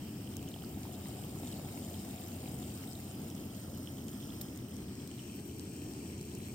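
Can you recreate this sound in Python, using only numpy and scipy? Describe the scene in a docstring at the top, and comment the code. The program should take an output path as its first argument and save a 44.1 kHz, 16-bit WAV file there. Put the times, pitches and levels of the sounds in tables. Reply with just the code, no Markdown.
"""Outdoors, close to a gas camp stove: a metal pot of boiling water, a hand-held camera 0.1-0.35 m from it.
Filtered noise roars as flame and hisses as gas; damped tones swarm as burbling, crackling, fizzing water.
Single steam bubbles ping, surface bubbles plop, and small sharp noise bursts tick around the pot.
The microphones lean over the water; the lid goes back, lowering the hollow note, and clinks to rest
over most of the mouth, in scrapes and thin rings; then the microphones sink beside the burner."""
import sys
import numpy as np
from scipy import signal
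from scipy.fft import rfft, irfft, next_fast_len
from scipy.io import wavfile
from scipy.ndimage import uniform_filter1d, map_coordinates

SR = 44100
rng = np.random.default_rng(int(sys.argv[2]) if len(sys.argv) > 2 else 0)


def transcribe(signal):
    """Save signal, clipped to [-1, 1], as a 16-bit WAV file at the path in sys.argv[1]."""
    frames = np.atleast_2d(signal).T
    limited = np.clip(frames, -1, 1)
    pcm = np.round(limited * 32767).astype(np.int16)
    wavfile.write(sys.argv[1], SR, pcm)


N = 288502


def amp(db):
    """Decibels to gain."""
    return 10 ** (np.asarray(db) / 20)


def unit(x):
    """Scale to rms 1."""
    return x / np.sqrt(np.mean(x ** 2) + 1e-20)


def along(points, hz):
    """Read (f/Hz, value) points on a log frequency axis."""
    f, v = np.transpose(points)
    return np.interp(np.log(hz + 1), np.log(f + 1), v)


def curves(rows):
    """One value per sample for each column after the time."""
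    s, *cols = np.transpose(rows)
    return [np.interp(np.arange(N) / SR, s, c) for c in cols]


def wobble(rate):
    """A smooth random curve, rate knots a second."""
    knots = rng.standard_normal(4096)
    return map_coordinates(knots, [np.arange(N) * rate / SR], mode="wrap")


def noise():
    """Two unrelated white noises."""
    return rng.standard_normal((2, N))


def filtered(x, response):
    """x times a complex response of frequency."""
    m = next_fast_len(N + SR // 2)
    return irfft(rfft(x, m) * response(np.fft.rfftfreq(m, 1 / SR)), m)[..., :N]


def hump(hz, centre, width):
    """The outline of a resonance, 1 at its centre."""
    return 1 / (1 + (2 * (hz - centre) / width) ** 2)


def humps_db(hz, modes):
    """Sum of resonant humps in dB."""
    return sum(db * hump(hz, f, width) for f, width, db in modes)


def coloured(x, spectrum, modes=()):
    """Give x a broad spectrum with resonant humps on it."""
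    return filtered(x, lambda hz: amp(along(spectrum, hz) + humps_db(hz, modes)))


def struck(x, spectrum):
    """Colour a click with minimum phase, so that it rings only after its onset."""
    def response(hz):
        cepstrum = irfft(np.log(amp(along(spectrum, hz))))
        half = len(cepstrum) // 2
        causal = np.r_[cepstrum[0], 2 * cepstrum[1:half], np.zeros(half)]
        return np.exp(rfft(causal))
    return filtered(x, response)


def patchy(pair, depth_db):
    """Let narrow bands swell and sink on their own, some tens of milliseconds at a time."""
    z = signal.stft(pair, nperseg=512)[2]
    field = uniform_filter1d(rng.standard_normal(z.shape[1:]), size=5, axis=0)
    field = uniform_filter1d(field, size=16, axis=1)
    return signal.istft(z * amp(depth_db * unit(field)), nperseg=512)[1][:, :N]


def add(track, s, sound):
    """Mix a short sound into a track at time s."""
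    part = track[..., max(round(s * SR), 0):][..., :sound.shape[-1]]
    part += sound[..., :part.shape[-1]]


def panned(x, left_db):
    """Lean a sound to the left microphone by left_db."""
    return x * amp([[left_db / 2], [-left_db / 2]])


def blend(a, b, share):
    """Pass from a to b at constant power."""
    share = np.clip(share, 0, 1)
    return np.sqrt(1 - share) * a + np.sqrt(share) * b


def bubbles(count, hz, spread, cycles, scatter_db, rise, size):
    """Two unrelated swarms of damped, rising bubble tones, rms 1; each lasts at most size samples."""
    when, big, which = rng.random((count, 3)).T[:, :, None]
    pitch = np.clip(hz * np.exp(spread * rng.standard_normal((count, 1))), 1, SR / np.pi)
    turns = pitch * np.arange(size) / SR
    fade = np.exp(-turns / cycles)
    level = amp(-scatter_db * np.log(big + 1 / 100))
    tone = level * fade * np.sin(2 * np.pi * turns * (1 + rise * (1 - fade)))
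    # both swarms lie end to end on one long track
    at = (when * N).astype(int) + np.arange(size) + (which > .5) * (N + size)
    track = np.bincount(at.ravel(), tone.ravel(), 2 * (N + size))
    return unit(track.reshape(2, -1)[:, :N])


# the two microphones: left over right (f/Hz, level/dB)
LEAN = [(60, .5), (330, 1), (750, 5), (1200, 1.5), (1800, 1), (2700, -3.5), (4000, -3.5), (5300, -1.5),
        (6800, 5.5), (8600, -4.5), (15000, 0.5)]
# phase by which the left microphone leads (f/Hz, lead/rad)
LEAD = [(30, 0), (330, .1), (700, .5), (1370, -.2), (1900, 1.2), (2380, 3.1), (2750, 4.6), (3100, 6.2),
        (3650, 7.2), (4350, 9.4), (5000, 11.9), (5700, 13.6), (6550, 15.1), (7400, 14.3), (8400, 18),
        (10300, 16.1), (11250, 15.7), (12050, 15), (14100, 12.6)]
# how alike the two microphones hear (f/Hz, likeness 0-1)
ALIKE = [(90, .995), (330, 0.98), (520, 0.68), (800, 0.85), (1500, 0.25), (2200, 0.28), (3100, 0.37),
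         (5000, 0.38), (7000, 0.51), (8500, 0.69), (9400, 0.74), (11100, 1), (12800, 1), (14500, 0.86)]


def ports(pair, lean=LEAN, lead=LEAD, alike=ALIKE):
    """Two unrelated signals become a stereo field of rms 1, its likeness, lean and phase set by pitch."""
    m = next_fast_len(N + SR // 2)
    hz = np.fft.rfftfreq(m, 1 / SR)
    turn = np.arccos(np.clip(along(alike, hz), 0, 1)) / 2
    mid, side = rfft(pair, m) * [np.cos(turn), np.sin(turn)]
    half = amp(along(lean, hz) / 2) * np.exp(.5j * along(lead, hz))
    return unit(irfft(np.array([(mid + side) * half, (mid - side) / half]), m)[:, :N])


# the lid closes over the mouth, then rests part open (t/s, share of the mouth covered 0-1)
COVER = [(2.85, 0), (3.5, 0.36), (3.93, 0.62), (4.1, 1), (4.42, 0.7)]


def cover():
    """How far the lid covers the pot, 0-1."""
    return np.clip(curves(COVER)[0], 0, 1)


# path of the microphones (t/s, distance from the water/m, place: 0 above the pot - 1 beside the burner)
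MIC_PATH = [(0, .3, 0.25), (.55, 0.18, 0.21), (1.05, 0.14, 0.016), (1.5, 0.1, 0.056), (2.9, 0.12, 0.024),
            (3.5, 0.14, 0.016), (4.5, 0.13, 0.063), (4.9, 0.35, 0.31), (5.35, 0.21, 0.95),
            (5.8, 0.21, 0.86), (6.54, 0.18, 0.93)]
NEAR_M = .1


def reach_db(reach):
    """A sound's level changes with microphone distance, under the lid and beside the burner."""
    near_db, doubling_db, lid_db, wall_db = reach
    distance, beside = curves(MIC_PATH)
    return near_db - doubling_db * np.log2(distance / NEAR_M) - lid_db * cover() - wall_db * beside


# spectrum of the roar under the pot (f/Hz, relative level per Hz/dB)
ROAR = [(15, -22), (30, -35), (45, -14.5), (65, -6), (100, -2), (160, -1), (280, 1), (380, -8), (500, -18),
        (750, -21), (1100, -30), (2000, -47), (5000, -100)]
# resonances of the flame under the pot (f/Hz, width/Hz, level/dB)
ROAR_MODES = [(90.7, 11.3, 8), (127.3, 27.5, 5), (203.7, 24, 5)]
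# the flame from the side, through the gap under the pot (f/Hz, relative level per Hz/dB)
FLAME_GAP = [(40, -44), (70, 0.5), (90, 8), (120, -22), (220, -10.5), (310, 0.5), (420, -2), (490, -15.5),
             (700, -37), (2000, -46)]
# how the roar carries, before swelling and flicker
# (level at NEAR_M/dB, loss per doubled distance/dB, loss under the lid/dB, loss beside the burner/dB)
FLAME_REACH = (-43.5, 0.1, 1, -0.5)
# slow uneven swelling of the roar (t/s, level/dB)
ROAR_SWELL = [(0, 0.8), (.4, 0.5), (.58, -1.5), (.72, 0), (1.25, -0.5), (1.68, 1), (2.3, -1.5), (2.6, 1.5),
              (3.07, -1.4), (3.25, .8), (3.7, -0.9), (4.14, 1.7), (4.35, -1.3), (4.8, 0.5), (5.65, -0.9),
              (6.1, 1), (6.54, -1)]
# the flame's flicker: depth in dB, knots per s
FLICKER_DB, FLICKER_RATE = 0.76, 9


def flame():
    """Turbulent burning rumbles under the pot; from the side the gap adds a rawer edge."""
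    beside = np.clip(curves(MIC_PATH)[1], 0, 1)
    under = unit(coloured(noise(), ROAR, ROAR_MODES))
    edge = amp(-5.0) * np.sqrt(beside) * unit(coloured(noise(), FLAME_GAP))
    roar = ports(under + edge)
    # level the roar's own slow drift, so that its strength follows the curves below
    drift = np.sqrt(np.abs(uniform_filter1d(np.mean(roar ** 2, axis=0), size=SR // 6)))
    level_db = reach_db(FLAME_REACH) + curves(ROAR_SWELL)[0] + FLICKER_DB * wobble(FLICKER_RATE)
    return amp(level_db) * roar / drift


# the hiss above the open pot (f/Hz, relative level per Hz/dB)
JET = [(300, -9), (900, -0.5), (1350, 0.5), (1900, -0.5), (2300, 0.5), (2750, 3.5), (3700, -7), (5000, -1),
       (6800, -11), (9500, -4.5), (12000, 1), (15000, -2.5), (17000, -4)]
# the hiss once the lid covers the pot (f/Hz, relative level per Hz/dB)
LIDDED = [(300, 4), (900, 1.5), (1350, 2), (1900, 0.5), (2400, 4.5), (2750, -1.5), (3150, 0), (3700, -4.5),
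          (4400, 1.5), (5200, 2.5), (6400, -1), (7200, -17), (8700, 2), (9600, -13), (12000, 1),
          (15000, -6), (17000, -0.5)]
# the hiss beside the burner (f/Hz, relative level per Hz/dB)
BURNER = [(200, -52), (420, -3), (700, 4), (1250, -1.5), (1700, 2), (2050, 0.5), (2450, 3.5), (2850, 3),
          (3200, -1.5), (3600, 0), (4600, 1), (5500, 1), (6800, -4), (8300, 2.5), (9300, -10), (13000, -23),
          (16000, -9)]
# resonances of the burner head (f/Hz, width/Hz, level/dB)
JET_MODES = [(3130, 160, 5.5), (5460, 150, 4.5), (8390, 480, 6.5)]
# likeness at the two microphones once the lid covers the pot (f/Hz, likeness 0-1)
LIDDED_ALIKE = [(500, .7), (1500, .45), (1950, .5), (2200, .92), (2500, .95), (2750, .6), (3150, .8),
                (4000, .8), (4400, .97), (5000, .8), (6600, .75), (8500, .8), (11100, .95), (14500, .85)]
# microphones beside the burner: left over right (f/Hz, level/dB)
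BURNER_LEAN = [(400, 5), (1200, 6.5), (2000, -3.5), (3000, 1), (4300, -2), (5500, 11.5), (6700, 13),
               (7700, 15.5), (8500, 3), (10000, 27), (15000, -16)]
# phase by which the left leads there (f/Hz, lead/rad)
BURNER_LEAD = [(100, 0.39), (700, 1.2), (1370, 2), (1650, 3), (1950, 2.4), (2400, 6.1), (2750, 7.3),
               (3100, 7.7), (3600, 9.4), (4300, 12.5), (5000, 14.7), (5700, 14.6), (7400, 21.5), (8300, 25),
               (9500, 26.5), (11200, 28.3), (14100, 26)]
# likeness at the two microphones there (f/Hz, likeness 0-1)
BURNER_ALIKE = [(500, 0.2), (1350, 1), (1650, 0.42), (2400, 0.78), (2900, 0.6), (3600, 0.96), (4300, 0.85),
                (5500, 0.3), (6600, 0.5), (8300, 1), (14500, 1)]


def gas_jet():
    """Gas hisses through the burner head; the lid recolours it, and beside the burner it also sputters."""
    def hiss(spectrum, grains=0):
        return coloured(patchy(noise() + grains, depth_db=1.5), spectrum, JET_MODES)

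    flutter = amp(0.6 * wobble(28) + 0.45 * wobble(9.2))
    sputter = .23 * bubbles(count=2200, hz=2750, spread=.2, cycles=1.8, scatter_db=3.3, rise=0, size=160)
    shaded = amp(-56.0) * ports(hiss(JET))
    lidded = amp(-56.0) * ports(hiss(LIDDED), alike=LIDDED_ALIKE)
    direct = amp(-55) * ports(hiss(BURNER, sputter), BURNER_LEAN, BURNER_LEAD, BURNER_ALIKE)
    # a half-covered mouth already hides the water from the microphones
    above = blend(shaded, lidded, 2 * cover())
    return flutter * blend(above, direct, curves(MIC_PATH)[1])


# resonances of the air under the lid (f/Hz, width/Hz, level/dB)
COVERED_MODES = [(1340, 270, 15.5), (3190, 170, 15)]
# the hollow note of the pot's air: pitch with the mouth open and covered, width, height
HOLLOW_OPEN_HZ, HOLLOW_SHUT_HZ, HOLLOW_WIDTH_HZ, HOLLOW_DB = 740, 440, 160, 6


def pot_air(pair):
    """The pot's hollow note sinks as the lid narrows the mouth, and the covered air begins to ring."""
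    hz, s, z = signal.stft(pair, SR, nperseg=1024)
    hz, shut = hz[:, None], np.interp(s, np.arange(N) / SR, cover())
    note = HOLLOW_OPEN_HZ + (HOLLOW_SHUT_HZ - HOLLOW_OPEN_HZ) * shut ** 1.4
    hollow_db = HOLLOW_DB * hump(hz, note, HOLLOW_WIDTH_HZ)
    covered_db = np.sqrt(shut) * humps_db(hz, COVERED_MODES)
    return signal.istft(z * amp(hollow_db + covered_db), SR, nperseg=1024)[1][:, :N]


# spectrum of the big bubbles (f/Hz, relative level per Hz/dB)
BUBBLING = [(150, -18), (300, 8.5), (400, 0.5), (520, -2), (750, -4), (1000, -8), (1150, -5.5), (1370, -3),
            (1600, -20), (2400, -24), (3200, -24), (6000, -41)]
# how the burble carries, before rolling and heaving
# (level at NEAR_M/dB, loss per doubled distance/dB, loss under the lid/dB, loss beside the burner/dB)
BURBLE_REACH = (-55, 3.5, 5.5, 9)
# how hard the water rolls (t/s, level/dB)
ROLLING = [(0, 0), (.3, 5.5), (.7, 0.5), (.95, 2.5), (1.55, 4), (2.1, 2.5), (2.5, 2.5), (3, 0.5), (3.8, 3),
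           (4.2, -0.5), (6.54, 1)]
# the rolling water heaves: depth in dB, knots per s
HEAVE_DB, HEAVE_RATE = 0.6, 14


def burble():
    """Big bubbles bloom over a fine churning and stir the air in the pot, in surges as the water rolls."""
    churn = bubbles(count=7500, hz=666, spread=0.456, cycles=2.8, scatter_db=1.5, rise=0.087, size=600)
    blooms = bubbles(count=1600, hz=620, spread=.33, cycles=5, scatter_db=1.8, rise=.12, size=1800)
    water = churn + .8 * blooms + .8 * noise()
    level_db = reach_db(BURBLE_REACH) + curves(ROLLING)[0] + HEAVE_DB * wobble(HEAVE_RATE)
    return amp(level_db) * ports(pot_air(coloured(water, BUBBLING)))


# spectrum of the crackle in the pot's mouth (f/Hz, relative level per Hz/dB)
MOUTH = [(700, -13), (1350, -6), (1750, -5.5), (2200, -3), (3000, -6), (4500, -1.5), (6300, -10),
         (7500, -2), (9500, 0), (13000, -39)]
# resonances of the air in the open pot (f/Hz, width/Hz, level/dB)
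POT_MODES = [(1330, 170, 9), (2200, 150, 5), (3760, 56, 7.5), (4830, 380, 2), (5270, 250, 4),
             (7260, 410, 8), (8420, 790, 9.5)]
# the pot's mouth at the microphones: left over right (f/Hz, level/dB)
MOUTH_LEAN = [(2000, -2), (3900, -6), (5500, 13.5), (7300, 11.5), (8600, 5), (13000, 13)]
# spectrum of the fizz, which also serves as the burner's top hiss (f/Hz, relative level per Hz/dB)
FIZZ = [(2000, -25), (7000, 3.5), (9500, 2), (12000, 7), (13700, 0.5), (15100, 5), (16000, -24)]
# how the crackle carries, before its surges
# (level at NEAR_M/dB, loss per doubled distance/dB, loss under the lid/dB, loss beside the burner/dB)
CRACKLE_REACH = (-55, 5.5, 14, 17)
# the fizz over the pot, joined by the burner's top hiss beside it: same columns, a negative loss is a gain
FIZZ_REACH = (-56, 5.5, -1, -2.5)


def simmer():
    """Small bubbles crackle and films fizz over the pot; the burner's top hiss joins the fizz beside it."""
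    surge = wobble(18)
    small = bubbles(count=20000, hz=5540, spread=0.415, cycles=2.6, scatter_db=5.0, rise=0.08, size=160)
    grains = bubbles(count=18000, hz=10930, spread=0.44, cycles=3.0, scatter_db=5.0, rise=0, size=48)
    mouth = coloured(patchy(small + 0.93 * noise(), depth_db=2.5), MOUTH, POT_MODES)
    crackle = amp(reach_db(CRACKLE_REACH) + 0.96 * surge) * ports(mouth, MOUTH_LEAN)
    fizz = amp(reach_db(FIZZ_REACH) + .5 * surge) * ports(coloured(grains + noise(), FIZZ))
    return crackle + fizz


def pops(rows, swell_cycles):
    """Single bubbles: each tone swells and dies within a few cycles, and a weaker neighbour follows."""
    track, t = np.zeros(N), np.arange(SR // 30) / SR
    for (s, db, hz), (wait, detune) in zip(rows, rng.random((len(rows), 2))):
        swell = hz * t / swell_cycles
        shape = amp(db) * swell * np.exp(1 - swell)
        add(track, s, shape * np.sin(2 * np.pi * hz * t))
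        neighbour = np.sin(2 * np.pi * hz * (.92 + .2 * detune) * t)
        add(track, s + .006 + .016 * wait, amp(-12) * shape * neighbour)
    return track


# the loudest steam bubbles collapsing in the pot (t/s, relative level/dB, f/Hz)
PINGS = [(.092, -44, 2930), (.2746, -40.5, 3046), (.3925, -42, 3080), (.427, -45, 2580), (.4735, -53, 3020),
         (.4803, -39.5, 3030), (.516, -42, 3800), (.5408, -34, 3160), (.622, -41, 3040),
         (.6463, -37.5, 4760), (1.238, -44, 3060), (1.532, -41.5, 2940), (1.8412, -44, 3140),
         (1.9435, -39, 3230), (2.181, -47, 3140), (2.639, -42, 3250), (2.9532, -39, 3900),
         (3.3124, -45, 3240), (3.379, -44, 3180), (3.8615, -46, 3200), (3.8732, -33.5, 3150),
         (3.8865, -52, 3130), (3.984, -42, 3230), (4.1305, -46, 3250), (4.2277, -42, 3270),
         (4.3036, -39, 3400), (4.3325, -48, 3220), (4.685, -45, 3040), (5.002, -45, 3150),
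         (5.1137, -41, 3050), (5.1926, -39, 3020), (5.496, -46, 2940)]
# large bubbles bursting at the surface (t/s, relative level/dB, f/Hz)
PLOPS = [(.562, -39.5, 745), (.638, -43, 1300), (.773, -42, 700), (.8525, -39.5, 870), (.87, -48, 1020),
         (.892, -41, 650), (1.06, -46, 1000), (1.091, -42, 710), (1.36, -45, 990), (1.399, -42, 684),
         (1.433, -38.5, 717), (1.596, -40, 581), (1.775, -45, 926), (1.911, -41, 584), (2.084, -44, 837),
         (2.479, -43, 710)]
# the swarm of weak steam bubbles comes in spells (t/s, level/dB)
SPELLS = [(0, -76), (.45, -67), (.85, -70), (1.9, -68), (3.4, -68), (3.88, -69), (4.3, -64.5), (4.6, -67),
          (5, -70.5), (5.2, -64.5), (5.55, -73), (6.54, -70)]


def pings():
    """Steam bubbles collapse with a ping, over a crackling swarm of weak ones; the largest plop at the surface."""
    swarm = bubbles(count=1200, hz=3130, spread=0.07, cycles=4.5, scatter_db=3.4, rise=0, size=240)
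    single = panned(amp(-6.0) * pops(PINGS, swell_cycles=2.2), left_db=-7.5)
    deep = panned(amp(-3.0) * pops(PLOPS, swell_cycles=0.91), left_db=4)
    return single + deep + amp(curves(SPELLS)[0]) * ports(swarm)


def strays(rate, means, scatters):
    """Rows (t/s, value, value) of chance events, about rate a second."""
    gap, *draws = rng.standard_normal((3, 128))
    # sqrt(pi / 2) brings the mean gap to 1 / rate
    s = np.cumsum(np.abs(gap)) * np.sqrt(np.pi / 2) / rate
    return np.column_stack([s, means + np.transpose(draws) * scatters])[s < N / SR]


# the loudest ticks of hot metal and spatter (t/s, relative level of the top/dB, of the lower snap/dB)
TICKS = [(.368, -28, -51), (.488, -56, -57.5), (.8325, -54, -56), (2.775, -50, -61), (2.932, -54, -61),
         (3.218, -46, -62), (3.3017, -46, -57), (4.083, -44, -57.5), (4.56, -54, -57), (4.575, -38, -58),
         (4.767, -56, -59), (5.0754, -38, -60), (5.5958, -48, -56), (5.936, -47, -58), (6.2125, -42.5, -56),
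         (6.351, -39, -60)]
# spectrum of the lower snap (f/Hz, relative level/dB)
SNAP = [(1000, -13), (3000, 5), (5500, 12.5), (7300, 16), (10000, 7.5), (16000, -59)]
# spectrum of the top of a snap (f/Hz, relative level/dB)
SNAP_TOP = [(3000, -22), (6000, -12), (9000, 3), (11500, 3), (13300, 11), (14800, 11), (17000, 1)]
# fall by 60 dB before colouring, in s
TICK_T60_S = 0.005
# faint random ticks: number per s, relative levels on the scale of TICKS, their scatter
TICK_RATE, TICK_TOP_DB, TICK_LOW_DB, TICK_SCATTER_DB = 3, -53, -64, 2


def ticks():
    """Hot metal and spatter snap: random-sign bursts of a few milliseconds, a top and a lower part."""
    top, low, t = np.zeros(N), np.zeros((2, N)), np.arange(SR // 100) / SR
    faint = strays(TICK_RATE, [TICK_TOP_DB, TICK_LOW_DB], TICK_SCATTER_DB)
    for s, top_db, low_db in [*TICKS, *faint]:
        burst = np.sign(rng.standard_normal((3, len(t)))) * amp(-60 * t / TICK_T60_S)
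        add(top, s, amp(top_db - 8.5) * burst[0])
        add(low, s, amp(low_db + 10.5) * burst[1:])
    # the top is the same at both microphones
    return struck(top, SNAP_TOP) + struck(low, SNAP)


# the lid's rim chatters on the pot (t/s, relative level/dB)
LID_CONTACTS = [(4.4128, -38), (4.4158, -41), (4.418, -49)]
# ringing of the rim (f/Hz, relative level/dB, t60/s)
RIM = [(3050, -14, .04), (7500, -8, .03), (8460, -5, .033), (11790, 1, .035), (12450, -6, .025),
       (13400, -3, .022), (14320, -5, .03), (15220, -4, .03)]


def lid():
    """The rim chatters on the pot: each contact is a short scrape and a thin ring."""
    ring, scrape, t = np.zeros((2, N)), np.zeros((2, N)), np.arange(SR // 6) / SR
    for s, db in LID_CONTACTS:
        for hz, mode_db, t60 in RIM:
            phase = 2 * np.pi * rng.random((2, 1))
            ring_db = db + mode_db - 6 + rng.normal(0, 1) - 60 * t / t60
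            add(ring, s, amp(ring_db) * np.sin(2 * np.pi * hz * t + phase))
        add(scrape, s, amp(db - 60 * t / .016) * rng.standard_normal((2, len(t))))
    return ring + struck(scrape, [(1000, -11), (4000, 2.5), (14000, 5.0)])


def scene():
    """Stove, water and lid in the open air."""
    return flame() + gas_jet() + burble() + simmer() + pings() + ticks() + lid()


TOP_HZ = 15900


def record(dry):
    """The camera keeps nothing above its band limit."""
    return filtered(dry, lambda hz: hz < TOP_HZ)


dry = scene()
out = record(dry)
transcribe(out)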